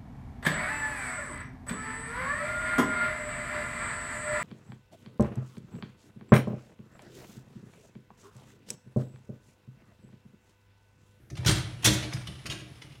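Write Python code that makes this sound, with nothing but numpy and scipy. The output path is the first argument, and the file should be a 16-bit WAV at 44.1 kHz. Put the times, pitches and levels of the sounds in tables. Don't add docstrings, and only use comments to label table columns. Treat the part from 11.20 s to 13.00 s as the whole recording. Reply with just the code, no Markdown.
import sys
import numpy as np
from scipy import signal
from scipy.fft import rfft, irfft
from scipy.io import wavfile
from scipy.ndimage import uniform_filter1d

SR = 44100
rng = np.random.default_rng(int(sys.argv[2]) if len(sys.argv) > 2 else 0)


def dump_mix(stems):
    frames = np.atleast_2d(stems).T
    limited = np.clip(frames, -1, 1)
    pcm = np.round(limited * 32767).astype(np.int16)
    wavfile.write(sys.argv[1], SR, pcm)


def makeup_ratio(level_db):
    decades = np.asarray(level_db, float) / 20
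    return 10 ** decades


N = 79380


def evened(x):
    return x / np.sqrt(np.mean(x ** 2) + 1e-20)


def unit_energy(x):
    return x / np.linalg.norm(x)


def read(points, hz):
    f, value = np.transpose(points)
    return np.interp(np.log(hz + 1), np.log(f + 1), value)


def add(mix, s, sound):
    part = mix[max(round(s * SR), 0):][:len(sound)]
    part += sound[:len(part)]


def ring(modes, t, extra_db, phase):
    hz, db, t60 = np.transpose(modes)[:, :, None]
    decay = makeup_ratio(db + extra_db[:, None] - 60 * t / t60)
    return (decay * np.sin(2 * np.pi * (hz * t + phase[:, None]))).sum(0)


def clicks(count, per_s):
    draw = rng.random((count, 3))
    size = makeup_ratio(-4.5 * np.log(draw[:, 0] + 0.015))
    return size * np.sign(draw[:, 1] - 0.5) * (draw[:, 2] < per_s / SR)


def spot_db(hz, bright_db, clank_hz):
    octaves = np.log2((hz + 1) / clank_hz)
    return bright_db * np.log2((hz + 50) / 4000) + 6.0 * np.exp(-(octaves / 0.2) ** 2)


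def wire_thicket(colour, bright_db, clank_hz):
    size, t60_s, evenness, patchy_db = 4096, 0.052, 0.7, 1.0
    hz = np.fft.rfftfreq(size, 1 / SR)
    burst = rng.standard_normal(size) * makeup_ratio(-60 * np.arange(size) / SR / t60_s)
    spectrum = rfft(burst)
    burst = irfft(spectrum / (abs(spectrum) + 1e-9) ** evenness)
    patches = evened(uniform_filter1d(rng.standard_normal(len(hz)), size=50))
    level_db = read(colour, hz) + spot_db(hz, bright_db, clank_hz) + patchy_db * patches
    taps = signal.firwin2(255, hz, makeup_ratio(level_db), fs=SR)
    return np.convolve(burst, taps)[120:]


# f/Hz, level/dB, t60/s
TINE_MODES = [(1568, 3.5, 0.48), (2326, 12.5, 0.26), (2700, -9, 0.13), (2800, -5, 0.42), (3472, -4, 0.1),
              (3390, -21, 0.41), (3680, -35, .15), (4086, -21, 0.17), (5130, -6, 0.27), (5600, 11, 0.079),
              (6300, 0, 0.36), (6800, 1, 0.067), (8700, 12, 0.36), (10200, -7, 0.31)]


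def ringing_tines(bright_db, clank_hz):
    detune, spread_db, struck_db = 0.012, 3.0, 12
    t = np.arange(8192) / SR
    bunch = np.tile(TINE_MODES, (3, 1))
    draw = rng.standard_normal((2, len(bunch)))
    bunch[:, 0] *= 1 + detune * draw[1]
    hz = bunch[:, 0]
    struck = abs(hz / clank_hz - 1) < 0.03
    extra_db = spread_db * draw[0] + spot_db(hz, bright_db, clank_hz) + struck_db * struck
    return ring(bunch, t, extra_db, np.zeros(len(bunch)))


def rack_body(colour, bright_db, clank_hz):
    out = makeup_ratio(-16) * unit_energy(ringing_tines(bright_db, clank_hz))
    add(out, 0, unit_energy(wire_thicket(colour, bright_db, clank_hz)))
    return out


# t/s, peak level/dB, chatter length/s, brightness/(dB per octave), clank f/Hz
SETTING_DOWN = [(0.1, -40, 0.0084, -0.3, 6170), (0.152, -40.5, .011, -3, 5330),
                (0.167, -34.5, 0.013, -2, 2820), (0.191, -42.5, .02, -7, 2200),
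                (0.229, -36, 0.0068, -7, 3300), (0.2466, -23.5, 0.0071, -3, 2400),
                (0.26, -14.5, 0.016, 1, 5740), (0.2789, -12, 0.0086, 0.5, 4100),
                (0.291, -12, 0.0075, -0.3, 3030), (0.3066, -18, 0.013, -0.2, 8800),
                (0.346, -34.5, .015, -7, 2850), (0.622, -36, 0.012, 2, 2700),
                (0.631, -30.5, 0.014, -5, 2920), (0.6431, -8, 0.014, 3.5, 3300),
                (0.653, -8.5, 0.013, 1.5, 6300), (0.6707, -12.5, 0.016, -1.4, 3700)]
SLIDING_IN = [(0.823, -30.5, 0.025, -1.5, 4160), (0.858, -50, 0.0063, -15, 8600),
              (0.924, -28, 0.0063, -4.5, 3200), (0.931, -29.5, 0.01, 4.5, 5130),
              (.9665, -31.5, 0.0065, -5, 1540), (1.068, -31, 0.014, 0, 3030),
              (1.255, -28, 0.0067, -1.5, 2570), (1.261, -24.5, 0.0073, .5, 4800),
              (1.297, -24.5, 0.019, -.5, 2950), (1.319, -27.5, 0.0085, -0.6, 6660),
              (1.616, -37, 0.013, -1.5, 1900), (1.716, -47, 0.011, -0.5, 2800),
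              (1.75, -46, 0.0065, -2.5, 2800)]
# f/Hz, level/dB per Hz
FIRM_WIRES = [(180, -54), (300, -5), (1280, -6.5), (1640, -3.5), (3950, -4), (4370, -6), (6410, -7),
              (10600, -15.5), (16000, -29)]
# f/Hz, level/dB per Hz
LIGHT_TOUCH_WIRES = [(180, -33), (300, -9.5), (1300, -9.5), (2790, -2.5), (4370, -7), (6740, -9.5),
                     (7440, -19), (10200, -16), (16000, -38)]


def rack_contacts():
    rails_meet_s, rise_s, per_s, level_db = 0.8, 0.0013, 4000, -7
    out, t = np.zeros(N), np.arange(4000) / SR
    for s, db, length, bright_db, clank_hz in SETTING_DOWN + SLIDING_IN:
        colour = FIRM_WIRES if s < rails_meet_s else LIGHT_TOUCH_WIRES
        shape = np.minimum(t / rise_s, 1) * np.exp(-(t / max(length, 0.002)) ** 2)
        drive = clicks(len(t), per_s) * shape
        drive = unit_energy(drive) * np.linalg.norm(shape)
        body = rack_body(colour, bright_db, clank_hz)
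        add(out, s, makeup_ratio(db + level_db) * signal.fftconvolve(drive, body))
    return out


# t/s, level/dB
SHIVER_LEVEL = [(0, -77), (.1, -80), (.2, -64), (.4, -54), (.6, -59), (.8, -50), (1.0, -57.5), (1.2, -59),
                (1.4, -61.5), (1.55, -61), (1.8, -66.5)]
# f/Hz, level/dB per Hz
SHIVER_SPECTRUM = [(400, 3.5), (1500, -1), (2700, -0.5), (4000, -3.5), (9000, -13), (10400, -7),
                   (11600, -22), (16000, -35)]


def rack_shiver():
    out = np.zeros(N)
    level = makeup_ratio(np.interp(np.arange(N) / SR, *np.transpose(SHIVER_LEVEL)) - 5)
    for spot_hz in (1900, 2690, 3300, 5460, 10800):
        drive = level * evened(clicks(N, per_s=600))
        out += signal.fftconvolve(drive, rack_body(SHIVER_SPECTRUM, 0, spot_hz))[:N]
    return out


# t/s, level/dB, share of upper modes level/dB
TUB_JOLTS = [(0.026, -52, -23), (.108, -41, 7), (0.126, -36, -4), (0.161, -40, -8), (0.185, -31, -11),
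             (0.202, -28.5, -7), (0.259, -19.5, 1.5), (.285, -20, 5), (0.317, -23, -9), (0.367, -29, -29),
             (.39, -35.5, 4), (.455, -58, -10), (0.588, -49, 9), (.645, -28.5, 7), (.665, -17, 3),
             (0.704, -26, 9.5), (0.744, -44, -2), (0.841, -34, 6.5), (0.941, -31, -7), (0.975, -36, -0.5),
             (1.033, -47, 0), (1.08, -32.5, 0), (1.764, -48, -13), (1.249, -38.5, 5), (1.29, -36, -5.5),
             (1.33, -40, 11.5), (1.415, -45, 10), (1.507, -44, 2), (1.644, -40.5, -1.5),
             (1.699, -40.5, -12)]
# f/Hz, level/dB, t60/s
LOWER_PANEL_MODES = [(51.7, -11, 0.19), (73.4, -9, 0.23), (110.7, 7, 0.077), (126, 5.05, 0.13),
                     (151.6, -5.5, 0.12)]
# f/Hz, level/dB, t60/s
UPPER_PANEL_MODES = [(193.2, -10.5, 0.21), (222.6, -11, 0.11), (309.1, -11, 0.18), (335.5, -11, 0.13),
                     (378, -13.5, .12), (458.2, -25.5, 0.26), (577, -18.5, 0.2), (689, -20.5, 0.17)]


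def tub():
    rise_s, spread_db = 0.007, 5.5
    modes = LOWER_PANEL_MODES + UPPER_PANEL_MODES
    is_upper = np.arange(len(modes)) >= len(LOWER_PANEL_MODES)
    out, t = np.zeros(N), np.arange(SR // 4) / SR
    for s, db, upper_db in TUB_JOLTS:
        draw = rng.random((2, len(modes)))
        extra_db = spread_db * (draw[0] - 0.5) + upper_db * is_upper
        boom = (1 - np.exp(-t / rise_s)) * ring(modes, t, extra_db, draw[1])
        add(out, s, makeup_ratio(db) * boom)
    return out


# f/Hz, t60/s
WORKSHOP_DECAY = [(100, 0.78), (400, 0.56), (1500, 0.64), (4000, 0.5), (8000, 0.38), (15000, 0.28)]


def workshop(x):
    rise_s, turns_per_s, patterns = 0.004, 5, 3
    out, turn = np.zeros(N), np.arange(N) / SR * turns_per_s
    at = np.arange(200, SR - 20, 20)
    for k in range(patterns):
        taps = np.zeros(SR)
        taps[at + rng.integers(0, 20, len(at))] = rng.choice([-1., 1.], len(at))
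        hz, t, z = signal.stft(taps, SR, nperseg=512)
        decay = makeup_ratio(-60 * t / read(WORKSHOP_DECAY, hz)[:, None])
        tail = signal.istft(z * decay, SR, nperseg=512)[1]
        tail = tail * (1 - np.exp(-np.arange(len(tail)) / SR / rise_s))
        share = np.sqrt(2 / 3) * np.cos(2 * np.pi * (turn + k / patterns))
        out += signal.fftconvolve(x * share, unit_energy(tail))[:N]
    return out


# f/Hz, level/dB per Hz
FLOOR_SPECTRUM = [(18, -24), (30, 14), (287, 4.5), (1100, -18.5), (1430, -9.5), (4780, -28), (10800, -25.5),
                  (12000, -23), (16000, -30)]


def noise_floor():
    spectrum = rfft(rng.standard_normal(N)) * makeup_ratio(read(FLOOR_SPECTRUM, np.fft.rfftfreq(N, 1 / SR)))
    return makeup_ratio(-58.5) * evened(irfft(spectrum, N))


def scene():
    wires, panels = rack_contacts() + rack_shiver(), tub()
    reverberant = workshop(makeup_ratio(-7) * wires + makeup_ratio(-7) * panels)
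    return (wires + panels + reverberant + noise_floor())[None]


def low_pass(x):
    return signal.sosfilt(signal.butter(12, 16820, fs=SR, output="sos"), x)


def record(dry):
    low_cut = signal.butter(3, 48, "high", fs=SR, output="sos")
    band_limit = signal.firwin(301, 16000, window=("kaiser", 8), fs=SR)
    mix = signal.sosfilt(low_cut, dry)
    mix = signal.oaconvolve(mix, band_limit[None], "same")
    return low_pass(mix)


dry = scene()
out = record(dry)
dump_mix(out)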